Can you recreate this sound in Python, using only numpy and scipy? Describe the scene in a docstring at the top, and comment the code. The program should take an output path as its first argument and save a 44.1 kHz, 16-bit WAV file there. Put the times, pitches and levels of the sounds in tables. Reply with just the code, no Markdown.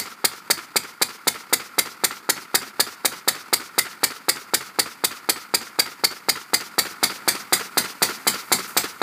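"""A slow single-cylinder engine thumps four times a second in a yard, a few steps away.
Each firing is a pressure pulse and a short squealing gas jet; the silencer rings, the pipe booms,
the yard answers. Between firings the intake gulps, valves clack and gears clatter.
Late on the microphone moves in: the yard, a low hum and a thin hiss swell, with one brief scuff."""
import sys
import numpy as np
from scipy import signal
from scipy.fft import rfft, irfft, next_fast_len
from scipy.io import wavfile

SR = 44100
rng = np.random.default_rng(int(sys.argv[2]) if len(sys.argv) > 2 else 0)


def generate_wav(signal):
    """Clip the signal to [-1, 1] and save it as 16-bit WAV at the path in sys.argv[1]."""
    frames = np.transpose(np.atleast_2d(signal))
    scaled = np.clip(frames, -1, 1) * 32767
    pcm = np.round(scaled).astype(np.int16)
    wavfile.write(sys.argv[1], SR, pcm)


N = 397782
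LEAD = SR // 10  # the engine is already running at 0 s
TIME_S = np.arange(-LEAD, N) / SR
AGE_S = np.arange(SR // 3) / SR  # time since a firing

# engine speed: time_s, firings_per_s
SPEED = [(0.0, 3.8571), (0.8, 3.9007), (1.8, 3.9229), (2.5, 3.9684), (4.4, 3.9695), (6.1, 4.0299),
         (7.5, 4.0423), (8.8, 4.0013)]
# microphone closeness: time_s, near_db
NEARNESS = [(0, -1.5), (1.5, -.5), (3, 0), (5, 0), (6.2, -.3), (7, 2.5), (8, 4), (8.5, 4.5), (9.02, 3)]


def amp(db):
    return 10 ** (np.asarray(db) / 20)


def unit_rms(x):
    return x / np.sqrt(np.mean(x ** 2) + 1e-20)


def at_time(curve, time_s=TIME_S):
    return np.interp(time_s, *np.transpose(curve))


def at_freq(curve, hz):
    freq_hz, value = np.transpose(curve)
    return np.interp(np.log(hz + 1), np.log(freq_hz + 1), value)


def noise(n=len(TIME_S)):
    return rng.standard_normal(n)


def coloured_noise(spectrum, n=len(TIME_S)):
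    size = next_fast_len(n)
    gain = amp(at_freq(spectrum, np.fft.rfftfreq(size, 1 / SR)))
    return unit_rms(irfft(rfft(noise(n), size) * gain, size)[:n])


def resonate(x, hz, width_hz):
    """Double-pole resonance, rms 1."""
    pole = np.exp((2j * np.pi * hz - np.pi * width_hz) / SR)
    return unit_rms(signal.lfilter([1], [1, -2 * pole, pole * pole], x).real)


def ring(modes, rise_s, detune=.012):
    """Modes struck once; gas heat shifts their pitch a little."""
    hz, db, t60_s = np.transpose(modes)[:, :, None]
    hz = hz * (1 + detune * rng.standard_normal(hz.shape))
    partials = amp(db - 60 * AGE_S / t60_s) * np.sin(2 * np.pi * hz * AGE_S)
    return partials.sum(0) * (1 - np.exp(-AGE_S / rise_s))


def delayed(x, delay_s):
    return np.interp(AGE_S - delay_s, AGE_S, x, left=0)


def puff(age_s, rise_s, decay_s):
    return np.clip(age_s / rise_s, 0, 1) * np.exp(-np.maximum(age_s - rise_s, 0) / decay_s)


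def firing_times(first_s=-.017, short_cycle=12, skip_s=.0232):
    """One firing per cycle. The sound skips once: a 23 ms dropout shortens one cycle."""
    times_s = [first_s]
    while times_s[-1] < N / SR:
        cycle_s = 1 / at_time(SPEED, times_s[-1])
        times_s.append(times_s[-1] + cycle_s - skip_s * (len(times_s) - 1 == short_cycle))
    return np.array(times_s)


def crank():
    """Per sample: time since the last firing, cycle length."""
    times_s = firing_times()
    last_s = times_s[np.maximum(np.searchsorted(times_s, TIME_S, side="right") - 1, 0)]
    return np.maximum(TIME_S - last_s, 0), 1 / at_time(SPEED, last_s)


def strokes(events, age_s, cycle_s, scatter_db=1.5):
    """Envelope of events tied to crank angle; levels vary per cycle."""
    turn = np.cumsum(np.diff(age_s, prepend=0) < 0)
    sizes = amp(scatter_db * rng.standard_normal((turn[-1] + 1, len(events))))
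    power = sum((amp(db) * size[turn] * puff(age_s - phase * cycle_s, rise_s, decay_s)) ** 2
                for size, (phase, rise_s, decay_s, db) in zip(sizes.T, events))
    return np.sqrt(power)


def blowdown(near_db, front_s=.0007, round_trip_s=.0023):
    """Exhaust valve opens: a steep push and suck, then its return from the pipe."""
    def wave(centre_s, width_s):
        u = (AGE_S - centre_s) / width_s
        return -u * np.exp(-u * u / 2)
    front = wave(front_s, width_s=.0002) + amp(5.5) * wave(front_s, width_s=.00015)
    onset = 1 - np.exp(-(AGE_S / .00015) ** 2)
    echo = wave(front_s + round_trip_s * rng.uniform(.975, 1.025), width_s=.00017)
    echo_db = 4.3 - 2 * near_db  # fades as the microphone moves round the pipe
    return amp(.4) * (front * onset + amp(echo_db) * echo)


def silencer(near_db):
    """The pulse strikes the silencer: a bright ring and a deep thud."""
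    # silencer resonances: pitch_hz, level_db, t60_s
    ring_modes = [(450, -12, .022), (680, -8.5, .018), (1385, -15, .022), (1820, -17, .02),
                  (2350, -16, .018), (3950, -6, .018), (4500, -9, .018), (7400, -19, .012)]
    # deep body mode: pitch_hz, level_db, t60_s
    thud_mode = [(415, 3.5, .0155)]
    clang = amp(3) * delayed(ring(ring_modes, rise_s=.0006), delay_s=.00123)
    return clang + amp(-.9 * near_db) * ring(thud_mode, rise_s=.0003)


def jet(start_s, near_db, peak_s=.0112, spread_s=.0049):
    """Gas bursts from the pipe: turbulent rush, fixed squeal, wandering lower whistle."""
    # turbulence: freq_hz, density_db
    spectrum = [(40, -19), (100, -14), (220, -1), (400, -4), (600, -5), (1100, -5), (1700, .5), (2250, 1),
                (2800, -8), (3800, 2.5), (5700, -4.5), (7200, 2), (9000, 2), (11000, -1.5), (15000, -2)]
    # lock into the squeal, which drains the rush: time_s, lock_db
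    locking = [(0, 0), (1.0, 2), (1.6, -3), (2.8, .5), (3.5, -1), (5.3, 1.5), (6.0, 5), (6.6, 2), (7.05, 2),
               (7.5, -2.5), (8.3, 0), (9.02, -4)]
    # lower whistle: time_s, level_db, pitch_hz
    whistling = [(0, -22, 2120), (1.6, -22.5, 2160), (2.4, -27.5, 1900), (3.3, -24.5, 2050),
                 (3.9, -20.5, 2200), (4.6, -25.5, 2050), (5.7, -25, 2220), (6.8, -19.5, 1960),
                 (7.3, -25, 1970), (9.02, -26, 2250)]
    time_s, level_db, pitch_hz = np.transpose(whistling)
    lock_db = at_time(locking, start_s)
    rush_db = rng.normal(-10.8, .4) - .45 * lock_db - .15 * near_db
    squeal_db = rng.normal(-17.2, 1.2) + lock_db
    whistle_db = np.interp(start_s, time_s, level_db) + rng.normal(1.2, 1.2)
    whistle_hz = np.interp(start_s, time_s, pitch_hz) + rng.normal(0, 50)
    n = SR // 25
    age_s = AGE_S[:n]
    flow = np.exp(-((age_s - peak_s) / spread_s) ** 2 / 2) * (1 - np.exp(-(age_s / .004) ** 2))
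    rush = amp(rush_db) * unit_rms(flow * coloured_noise(spectrum, n))
    squeal = amp(squeal_db) * unit_rms(flow * resonate(noise(n), hz=4680, width_hz=560))
    whistle = amp(whistle_db) * unit_rms(flow * resonate(noise(n), whistle_hz, width_hz=340))
    flow_rms = np.sqrt(np.mean(flow ** 2))
    return np.pad(flow_rms * (rush + squeal + whistle), (0, len(AGE_S) - n))


def pipe_mouth(x, near_db):
    """A narrow pipe radiates little bass; the cutoff falls as the microphone nears."""
    cutoff_hz = 202 * 2 ** (-.06 * near_db)
    return signal.sosfilt(signal.butter(2, cutoff_hz, "high", fs=SR, output="sos"), x)


def yard(shot, near_db, tail_db=-1, walls_db=-5.5):
    """Short diffuse tail, plus reflections that shift as the microphone moves."""
    # reverberation: freq_hz, t60_s
    decay = [(100, .26), (400, .2), (1500, .22), (3200, .26), (4600, .22), (6000, .24), (9000, .2),
             (15000, .18)]
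    # ground and wall reflections: delay_s, level_db, shift_s_per_near_db
    reflections = [(.006, -7, .0002), (.0098, -13, 0), (.0192, -11, -.0001), (.0232, -9, -.0011),
                   (.035, -16, 0), (.048, -18, -.0015)]
    n = len(shot)
    hz, time_s, bins = signal.stft(noise(n), SR, nperseg=256)
    bins *= amp(-60 * time_s / at_freq(decay, hz)[:, None])
    tail = signal.istft(bins, SR, nperseg=256)[1][:n] * np.clip(AGE_S / .008, 0, 1)
    diffuse = signal.fftconvolve(shot, tail / np.linalg.norm(tail))[:n]
    walls = sum(amp(db) * delayed(shot, delay_s + shift * near_db + rng.normal(0, .0001))
                for delay_s, db, shift in reflections)
    return amp(-11 + 1.5 * near_db) * (amp(tail_db) * diffuse + amp(walls_db) * walls)


def boom(near_db, delay_s=.015, rise_s=.004):
    """The pipe's air column and a low hum build behind the pulse."""
    # air column: pitch_hz, level_db, t60_s
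    column_modes = [(93, -22, .3), (140, -18.5, .25), (178, -21.5, .23), (240, -14, .17), (290, -17, .13)]
    # hum, heard only close by: pitch_hz, level_db, t60_s
    hum_modes = [(192, -19, .45), (255, -15, .13)]
    column = amp(-10.3 + .1 * near_db) * ring(column_modes, rise_s, detune=.015)
    hum = amp(-17 + 2.7 * near_db) * ring(hum_modes, rise_s, detune=.03)
    return delayed(column + hum, delay_s)


def exhaust():
    """All firings, each slightly different, with boom and yard."""
    mix = np.zeros(len(TIME_S))
    for start_s in firing_times()[:-1]:
        near_db = at_time(NEARNESS, start_s)
        pulse_gain = amp(rng.normal(-14.6, .6) + .75 * near_db)
        gas = jet(start_s, near_db)
        pulse = pulse_gain * (blowdown(near_db) + silencer(near_db))
        shot = pipe_mouth(pulse + gas, near_db)
        firing = shot + pulse_gain * boom(near_db) + yard(shot, near_db)
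        span = mix[round(start_s * SR) + LEAD:][:len(firing)]
        span += firing[:len(span)]
    return mix


def gears(jolts_per_s=130, jolt_db=2.2, taps_per_s=45):
    """Teeth meet unevenly; backlash taps the casing."""
    # gear clatter: freq_hz, density_db
    spectrum = [(30, -35), (75, -20), (210, -2), (400, -5.5), (600, -12.5), (950, -2), (1150, -1),
                (1360, 2.5), (1600, -4), (2200, -4), (3000, -15), (4000, -15), (4700, -9), (5600, -19),
                (15000, -21)]
    n = len(TIME_S)
    jolts = np.interp((TIME_S - TIME_S[0]) * jolts_per_s, np.arange(n), noise())
    clatter = amp(-45.5 + jolt_db * jolts) * coloured_noise(spectrum)
    taps = rng.uniform(.3, 1, n) * (rng.random(n) < taps_per_s / SR)
    return clatter + amp(-52) * resonate(taps, hz=1370, width_hz=190)


def intake(age_s, cycle_s):
    """Gulps of air ring the intake tract."""
    # gulps: start_cycles, rise_s, decay_s, level_db
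    gulps = [(.272, .004, .009, -31), (.322, .007, .015, -32), (.5, .006, .009, -39),
             (.63, .006, .012, -46)]
    # airway noise: freq_hz, density_db
    spectrum = [(50, -38), (140, -20), (260, -9), (430, -10), (600, -14), (950, -8), (1330, -2), (1600, -5),
                (2100, -5), (2900, -11), (6000, -24), (15000, -36)]
    envelope = strokes(gulps, age_s, cycle_s)
    air = coloured_noise(spectrum)
    tract = amp(-5) * resonate(noise(), hz=1330, width_hz=240)
    return envelope * unit_rms(air + tract)


def valves(age_s, cycle_s):
    """Steel valves clack at set crank angles; just before each firing the injector ticks."""
    # clacks, then the injector tick: start_cycles, rise_s, decay_s, level_db
    clacks = [(.301, .0005, .008, -30.7), (.34, .004, .012, -38), (.52, .004, .008, -45),
              (.972, .001, .002, -49)]
    # struck steel: freq_hz, density_db
    spectrum = [(60, -28), (150, -12), (280, 3), (430, 8), (600, -6), (2000, -5), (3100, -8), (4000, -6),
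                (4700, 3), (5400, -7), (7500, -9), (10000, -12), (15000, -14)]
    return strokes(clacks, age_s, cycle_s) * coloured_noise(spectrum)


def mid_cycle_hiss(age_s, cycle_s):
    """A faint hiss swells midway between firings, then drops away."""
    # hiss: freq_hz, density_db
    spectrum = [(300, -20), (2200, 0), (3200, -2), (4600, 3), (5800, 2), (7500, -4), (15000, -7)]
    phase = age_s / cycle_s
    swell = np.exp(-((phase - .51) / .125) ** 2)
    drop = np.clip((phase - .6) / .1, 0, 1)
    return amp(-41) * swell ** (1 + drop) * coloured_noise(spectrum)


def hiss_and_scuff(scuff_s=8.673, scuff_db=-37):
    """Thin high hiss grows late on, with one short scuff."""
    # hiss swell: time_s, level_db
    swell = [(0, -64), (6.5, -60), (7.5, -55), (8.1, -51), (8.6, -46), (9.02, -52)]
    spectrum = [(1000, -20), (4000, -7), (7500, 0), (14000, 0)]  # freq_hz, density_db
    scuff = amp(scuff_db) * puff(TIME_S - scuff_s, rise_s=.008, decay_s=.025)
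    return (amp(at_time(swell)) + scuff) * coloured_noise(spectrum)


def scene():
    """Mono mix; up close, clacks and mid-cycle hiss grow faster than gulps and gears."""
    age_s, cycle_s = crank()
    near_gain = amp(at_time(NEARNESS))
    firings = exhaust()
    gulps = intake(age_s, cycle_s)
    bright = valves(age_s, cycle_s) + mid_cycle_hiss(age_s, cycle_s)
    machinery = near_gain * (gulps + gears()) + near_gain ** 1.45 * bright
    return (firings + machinery + hiss_and_scuff())[None, LEAD:]


def record(dry, low_cut_hz=70, ceiling=.85, high_cut_hz=15300):
    """Microphone: bass cut, soft clip, band limit."""
    thin = signal.sosfilt(signal.butter(2, low_cut_hz, "high", fs=SR, output="sos"), dry)
    rounded = ceiling * np.tanh(thin / ceiling)
    lowpass = signal.firwin(401, high_cut_hz, window=("kaiser", 8), fs=SR)
    return signal.oaconvolve(rounded, lowpass[None], "same")


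dry = scene()
out = record(dry)
generate_wav(out)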